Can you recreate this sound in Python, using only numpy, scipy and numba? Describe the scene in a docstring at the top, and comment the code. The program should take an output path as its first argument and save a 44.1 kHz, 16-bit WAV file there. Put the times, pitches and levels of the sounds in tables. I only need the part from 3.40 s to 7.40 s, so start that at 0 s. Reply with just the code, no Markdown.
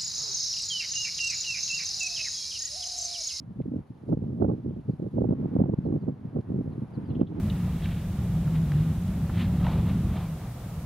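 """Gusts buffet a stereo microphone on open grassland: eddies thump at its two ports, brighter when
they push harder, and the hardest scrape on the port mesh. Behind them the breeze rushes over the plain,
hisses in dry stalks and sizzles in the seed heads; this background swells slowly, with brief dips
written in where the recorder's gain ducks after the loudest thumps. There are a few faint ticks.
Far off, small birds whistle and chip, their calls scattered by grass and trees."""
import sys
import numpy as np
from scipy import signal
from scipy.fft import rfft, irfft
from scipy.io import wavfile
from scipy.ndimage import uniform_filter1d
from numba import njit

SR = 44100
rng = np.random.default_rng(int(sys.argv[2]) if len(sys.argv) > 2 else 0)


def bounce(signal):
    """Save signal as a 16-bit WAV file at the path given by the first command-line argument."""
    frames = np.transpose(np.atleast_2d(signal))
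    limited = np.clip(frames, -1, 1)
    pcm = np.round(limited * 32767).astype(np.int16)
    wavfile.write(sys.argv[1], SR, pcm)


N = 176400
TIME = np.arange(N) / SR


def undb(db):
    """Decibels to gain."""
    return 10 ** (np.asarray(db) / 20)


def unit_rms(x):
    """Scale to rms 1."""
    return x / np.sqrt(np.mean(x ** 2))


def over_time(rows):
    """Join (seconds, value) rows by straight lines."""
    return np.interp(TIME, *np.array(rows).T)


def over_frequency(rows, column=1):
    """One column of a (Hz, ..) table at every frequency bin."""
    rows, bin_hz = np.array(rows), np.arange(N // 2 + 1) * SR / N
    return np.interp(np.log(bin_hz + 1), np.log(rows[:, 0]), rows[:, column])


def butter(x, hz, kind, order=2):
    """Plain low-, high- or band-pass."""
    return signal.sosfilt(signal.butter(order, np.minimum(hz, .45 * SR), kind, fs=SR, output="sos"), x)


def wander(per_s):
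    """Smooth random motion with rms 1."""
    return unit_rms(butter(rng.standard_normal(N), per_s / 2, "low"))


@njit
def moving_lowpass(x, edge_hz, damping):
    """State-variable low-pass with a moving edge."""
    low, band_state, low_state = np.empty(len(x)), 0., 0.
    for i in range(len(x)):
        g = np.tan(np.pi * edge_hz[i] / SR)
        band = (band_state + g * (x[i] - low_state)) / (1 + g * (g + damping))
        low[i] = low_state + g * band
        band_state, low_state = 2 * band - band_state, 2 * low[i] - low_state
    return low


def stereo_hiss(spectrum, width):
    """Coloured stereo noise; width is side against mid, and the bass stays central."""
    gain = undb(over_frequency(spectrum))
    mid, side = (unit_rms(irfft(rfft(rng.standard_normal(N)) * gain, N)) for _ in range(2))
    side = butter(side, 250, "high")
    return mid + width * np.array([side, -side])


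# Wind pressure right at the microphone. Each row: time in seconds, relative level in dB.
GUST_LEVEL = [(0.0, -45.5), (0.12, -40), (0.145, -53.5), (0.17, -35), (0.182, -45), (0.2, -26.5),
              (0.232, -47.5), (0.25, -33.5), (0.36, -32), (0.405, -36), (0.425, -52), (0.48, -62.5),
              (0.495, -55.5), (0.505, -33.5), (0.525, -51), (0.6, -55), (0.63, -42.5), (0.665, -46),
              (0.69, -29), (0.735, -21), (0.748, -29.5), (0.758, -48.5), (0.78, -35.5), (0.92, -30.5),
              (0.99, -34.5), (1.012, -20), (1.055, -22), (1.072, -33.5), (1.09, -24), (1.14, -30.5),
              (1.16, -35), (1.23, -42), (1.27, -27.5), (1.32, -36.5), (1.4, -37), (1.44, -55.5),
              (1.46, -38.5), (1.478, -45.5), (1.5, -28), (1.52, -42.5), (1.535, -29.5), (1.57, -50),
              (1.63, -38.5), (1.675, -31.5), (1.7, -54), (1.73, -32), (1.77, -26.5), (1.86, -25),
              (1.92, -23), (1.945, -33.5), (2.06, -28), (2.095, -36.5), (2.14, -28.5), (2.22, -22.5),
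              (2.275, -34.5), (2.34, -24), (2.355, -48), (2.372, -46), (2.405, -36), (2.425, -40),
              (2.45, -26), (2.51, -28.5), (2.57, -22.5), (2.6, -50), (2.63, -30.5), (2.662, -38.5),
              (2.686, -28), (2.705, -33), (2.73, -31.5), (2.75, -48), (2.79, -47.5), (2.88, -34.5),
              (2.9, -49.5), (2.935, -41.5), (2.96, -26.5), (3.0, -27.5), (3.015, -52), (3.04, -45.5),
              (3.09, -36), (3.105, -28.5), (3.21, -28.5), (3.24, -38), (3.275, -29.5), (3.3, -36),
              (3.36, -38.5), (3.41, -45.5), (3.43, -28.5), (3.46, -50), (3.565, -38), (3.585, -33.5),
              (3.62, -35.5), (3.68, -37), (3.715, -25.5), (3.745, -36.5), (3.82, -20), (3.85, -38),
              (3.93, -37), (4.0, -32)]
# Top of the rumble for a gust at STRONG_GUST_DB. Each row: time in seconds, upper edge in Hz.
RUMBLE_EDGE = [(0, 378), (.35, 396), (.73, 539), (.86, 437), (1.05, 572), (1.3, 433), (1.85, 392),
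               (2.2, 487), (2.5, 462), (2.7, 536), (2.96, 515), (3.4, 388), (3.65, 411), (3.82, 509),
               (4, 481)]
# Single large eddies that thump on the ports.
# Each row: centre in seconds, relative level in dB, width in seconds, upper edge in Hz.
LARGE_EDDIES = [(0.204, -26, 0.0076, 371), (0.359, -26, 0.0053, 433), (0.503, -34, 0.0027, 286.4),
                (0.686, -31, 0.0045, 676), (0.721, -22, 0.0044, 532), (0.734, -20, 0.0055, 568),
                (0.774, -27.5, 0.0035, 563), (0.829, -26.5, 0.0058, 474), (0.9, -28.5, 0.0042, 396.5),
                (1.025, -20.5, 0.0078, 630), (1.049, -22, 0.0036, 590), (1.084, -18, 0.0034, 560),
                (1.1, -27, 0.0046, 752), (1.132, -24, .004, 428), (1.308, -32, .004, 423),
                (1.496, -22, 0.0062, 485), (1.599, -30.5, .003, 520), (1.627, -23, .003, 470),
                (1.641, -32, .003, 584), (1.666, -32.5, .004, 430), (1.788, -23, .004, 482),
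                (1.819, -21.5, 0.0024, 589), (1.844, -21.5, 0.0043, 592), (1.918, -24, 0.0096, 513),
                (2.024, -24.5, 0.0032, 481), (2.058, -25.5, 0.0047, 517), (2.162, -18.5, 0.0045, 614),
                (2.197, -18.5, .005, 581), (2.216, -15.5, .003, 500), (2.245, -24.5, 0.011, 650),
                (2.295, -21.5, 0.0034, 547), (2.386, -19.5, 0.0032, 291.4), (2.492, -27, .003, 441),
                (2.558, -24, .006, 568), (2.689, -18, 0.0036, 600), (2.854, -31, 0.0043, 338),
                (2.964, -23.5, 0.0036, 738), (3.13, -29.5, 0.0043, 508), (3.387, -29.5, 0.0058, 292),
                (3.425, -29, .005, 297.4), (3.579, -27, 0.0044, 342.6), (3.766, -22.5, 0.0048, 365),
                (3.804, -20, .004, 563), (3.818, -18.5, 0.0054, 531), (3.92, -32.5, .003, 672)]
STRONG_GUST_DB, OCTAVES_PER_DB = -23.5, 0.0454


def gusts():
    """Pressure (dB) and rumble edge (Hz): ragged gusts, brighter when harder, with large eddies on top."""
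    puffs_db = 2.4 * np.minimum(wander(55), .5)
    gust_db = over_time(GUST_LEVEL) + puffs_db
    power = undb(gust_db) ** 2
    edge_hz = over_time(RUMBLE_EDGE) * 2 ** (OCTAVES_PER_DB * (gust_db - STRONG_GUST_DB))
    for centre, db, width, hz in LARGE_EDDIES:
        bump = np.exp(-.5 * ((TIME - centre) / width) ** 2)
        power = np.maximum(power, undb(db) ** 2 * bump)
        edge_hz += (hz - edge_hz) * np.sqrt(bump)
    return 10 * np.log10(power), edge_hz


def small_eddies(edge_hz, flutter_db=5, flutter_octaves=.17, damping=1.637):
    """Turbulent pressure in short bursts; each burst lifts the upper edge of the rumble a little."""
    flutter = wander(143)
    edge_hz = np.clip(edge_hz * 2 ** (flutter_octaves * flutter), 200, 850)
    rumble = butter(rng.standard_normal(N), 180, "low", order=1) * undb(flutter_db * flutter)
    for _ in range(2):
        rumble = moving_lowpass(rumble, edge_hz, damping)
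    return butter(rumble, 138.7, "high")


# The microphone's left port against its right.
# Each row: frequency in Hz, level in dB, phase lead in radians.
LEFT_PORT = [(20, -1.5, 0.5), (64, -3.5, -0.9), (151, 1.4, 0.48), (260, -2, 0.6), (296, -4, 0.7),
             (400, -10, 1.01), (547, -14.5, 1.5), (850, -11.5, 4), (1390, -4.5, 0.2)]


def buffeting(trim_db=1, right_only_db=-19, screen_hz=1190):
    """Both ports feel the same eddies; the left is sheltered in the middle range and out of step."""
    gust_db, edge_hz = gusts()
    left_response = undb(over_frequency(LEFT_PORT)) * np.exp(1j * over_frequency(LEFT_PORT, column=2))
    swirl = small_eddies(edge_hz)
    mid = irfft(rfft(swirl) * (1 + left_response) / 2, N)
    mid_power = uniform_filter1d(uniform_filter1d(mid ** 2, size=560), size=560)
    push = undb(gust_db + trim_db) / np.sqrt(mid_power + 1e-12)  # eddies carry the gust's pressure
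    shared = butter(swirl * push, 59.2, "high", order=3)
    left = irfft(rfft(shared) * left_response, N)
    right_only = undb(right_only_db) * butter(small_eddies(edge_hz) * push, 250, "high")
    return butter(np.array([left, shared + right_only]), screen_hz, "low", order=4)


def mesh_rasp(port_pressure):
    """The hardest eddies scrape on the port mesh: noise that grows with the pressure squared."""
    scrape = unit_rms(butter(rng.standard_normal((2, N)), [1180, 3420], "band", order=3))
    return undb(-43) * scrape * port_pressure ** 2


# The breeze out on the plain. Each row: frequency in Hz, relative noise density in dB.
BREEZE_SPECTRUM = [(40, -8.5), (120, 2), (300, -4.5), (550, -11), (900, -14), (1300, -21), (1800, -26.5),
                   (2800, -36), (4500, -47), (8000, -63.5)]
# Level of the rush: slow swells, and brief dips where the recorder's gain ducks after the loudest thumps.
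# Each row: time in seconds, level in dB.
RUSH_LEVEL = [(0, -57.5), (.6, -55), (1.3, -56.5), (1.7, -54.5), (2.1, -49), (2.3, -52.5), (2.9, -52),
              (3.3, -51.5), (3.68, -47), (3.8, -49), (3.86, -56.5), (4, -43.5)]


def breeze(sway_db=.9):
    """Air moving over open ground makes a low, gently swaying rush."""
    return stereo_hiss(BREEZE_SPECTRUM, width=.65) * undb(over_time(RUSH_LEVEL) + sway_db * wander(10))


# Dry grass around the microphone. Each row: frequency in Hz, relative noise density in dB.
STALK_SPECTRUM = [(1500, -5.5), (3000, -1.5), (4000, -2.5), (5200, -7), (7300, -11.5), (7950, -19),
                  (8600, -13.5), (10200, -11), (11500, -15), (12800, -22.5), (15000, -15.5)]
# Level of the hiss: slow swells, and brief dips where the recorder's gain ducks.
# Each row: time in seconds, level in dB before the trim.
HISS_LEVEL = [(0.0, -90), (0.31, -88), (0.65, -88), (0.68, -85), (0.74, -88), (1.15, -88.5), (1.3, -87.5),
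              (1.76, -86), (1.87, -89), (2.2, -87), (2.24, -92), (2.44, -86.5), (2.69, -89), (3.55, -85.5),
              (3.8, -85), (3.835, -87.5), (3.95, -83.5)]


def dry_stalks(trim_db=8, flicker_db=1.2):
    """The breeze draws a thin, flickering hiss from the stalks."""
    hiss = stereo_hiss(STALK_SPECTRUM, width=.6)
    return hiss * undb(over_time(HISS_LEVEL) + trim_db + flicker_db * wander(60))


# Seed heads at the top of the grass. Each row: frequency in Hz, relative noise density in dB.
SEED_SPECTRUM = [(7900, -23), (8700, -5.5), (10200, 0.5), (11400, -5.5), (12800, -24), (15000, -32)]
# Level of the sizzle: slow swells, and brief dips where the recorder's gain ducks.
# Each row: time in seconds, level in dB.
SEED_LEVEL = [(0, -93.5), (.35, -91.5), (.55, -92.5), (.68, -90), (.76, -99), (.95, -89.5), (1.15, -100.5),
              (1.55, -91.5), (1.77, -89), (1.85, -100), (2.14, -91.5), (2.24, -104), (2.45, -97.5),
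              (2.72, -96.5), (3.05, -91), (3.4, -86.5), (3.65, -87), (3.8, -90), (3.835, -102),
              (3.95, -98.5)]


def seed_heads(flicker_db=1.2):
    """The seed heads sizzle in the breeze, in a band around 10 kHz."""
    return stereo_hiss(SEED_SPECTRUM, width=.6) * undb(over_time(SEED_LEVEL) + flicker_db * wander(80))


# Faint ticks, dead centre. Each row: start in seconds, level in dB, lowest and highest frequency in Hz.
FAINT_TICKS = [(0.219, -62, 400, 3400), (.689, -77, 7000, 12000), (2.619, -74, 2000, 6000),
               (3.009, -63.5, 1000, 4400)]


def ticks(decay_s=0.0036):
    """Tiny dry clicks that die within milliseconds."""
    clicks = np.zeros(N)
    for start, db, low, high in FAINT_TICKS:
        crack = rng.standard_normal(N) * (TIME >= start) * np.exp(-np.abs(TIME - start) / decay_s)
        band_makeup = np.sqrt(SR / 2 / (high - low))
        clicks += undb(db) * band_makeup * butter(crack, [low, high], "band", order=3)
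    return clicks


# Chips from far off. Each row: start in seconds, length in seconds, pitch in Hz, relative level in dB.
BIRD_CHIPS = [(1.287, 0.027, 3080, -73), (1.332, 0.031, 3000, -75), (1.388, .025, 2900, -74.5),
              (3.648, 0.027, 3000, -68), (3.69, 0.041, 3000, -63.5), (3.742, 0.026, 3030, -58.5),
              (3.799, 0.025, 2985, -59), (3.86, 0.031, 3380, -63.5)]


def bird_chips(rasp_per_s=750):
    """Short calls that rasp as the tone's strength and phase waver quickly."""
    calls = np.zeros(N)
    rasp_sin, rasp_cos = wander(rasp_per_s), wander(rasp_per_s)
    for start, length, hz, db in BIRD_CHIPS:
        progress = np.clip((TIME - start) / length, 0, 1)
        phase = 2 * np.pi * hz * TIME
        rough_tone = rasp_sin * np.sin(phase) + rasp_cos * np.cos(phase)
        calls += undb(db) * np.sin(np.pi * progress) ** 2 * rough_tone
    return calls


# Whistles from far off.
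# Each row: start in seconds, length in seconds, first and last pitch in Hz, relative level in dB.
BIRD_WHISTLES = [(1.402, 0.037, 4650, 3570, -82), (1.505, 0.029, 4900, 3830, -79),
                 (2.443, .03, 4400, 3640, -78.5), (2.593, 0.058, 4810, 3650, -77),
                 (3.312, .04, 4500, 3340, -75), (3.532, 0.042, 4820, 3370, -65.5),
                 (3.644, .04, 4850, 4450, -76.5), (3.683, 0.05, 4400, 3100, -68)]


def bird_whistles(flicker_db=3):
    """Thin, flickering tones that fall ever faster."""
    calls = np.zeros(N)
    for start, length, high, low, db in BIRD_WHISTLES:
        progress = np.clip((TIME - start) / length, 0, 1)
        hz = high + (low - high) * progress ** 1.5
        calls += undb(db) * np.sin(np.pi * progress ** 0.83) * np.sin(2 * np.pi * np.cumsum(hz) / SR)
    return calls * undb(flicker_db * wander(300))


def far_off(calls, scatter_db=-5, decay_s=.02, left_over_right_db=2.5):
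    """Grass and trees scatter calls from a little to the left into a short tail, one for each port."""
    t = TIME[:SR // 5]
    tail = rng.standard_normal((2, len(t))) * np.exp(-t / decay_s)
    tail /= np.sqrt(np.sum(tail ** 2, axis=1, keepdims=True))
    scattered = undb(scatter_db) * signal.fftconvolve(calls[None], tail, axes=1)[:, :N]
    pan = undb(left_over_right_db * np.array([[.5], [-.5]]))
    return pan * (calls + scattered) / np.hypot(1, undb(scatter_db))


def scene():
    """Wind right on the microphone, the quiet plain behind it, birds in the distance."""
    ports = buffeting()
    close_wind = ports + mesh_rasp(ports)
    grassland = breeze() + dry_stalks() + seed_heads()
    return close_wind + grassland + ticks() + far_off(bird_chips() + bird_whistles())


def record(dry):
    """The recorder cuts the top steeply above 15.3 kHz."""
    return signal.sosfilt(signal.ellip(8, .2, 70, 15300, fs=SR, output="sos"), dry)


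dry = scene()
out = record(dry)
bounce(out)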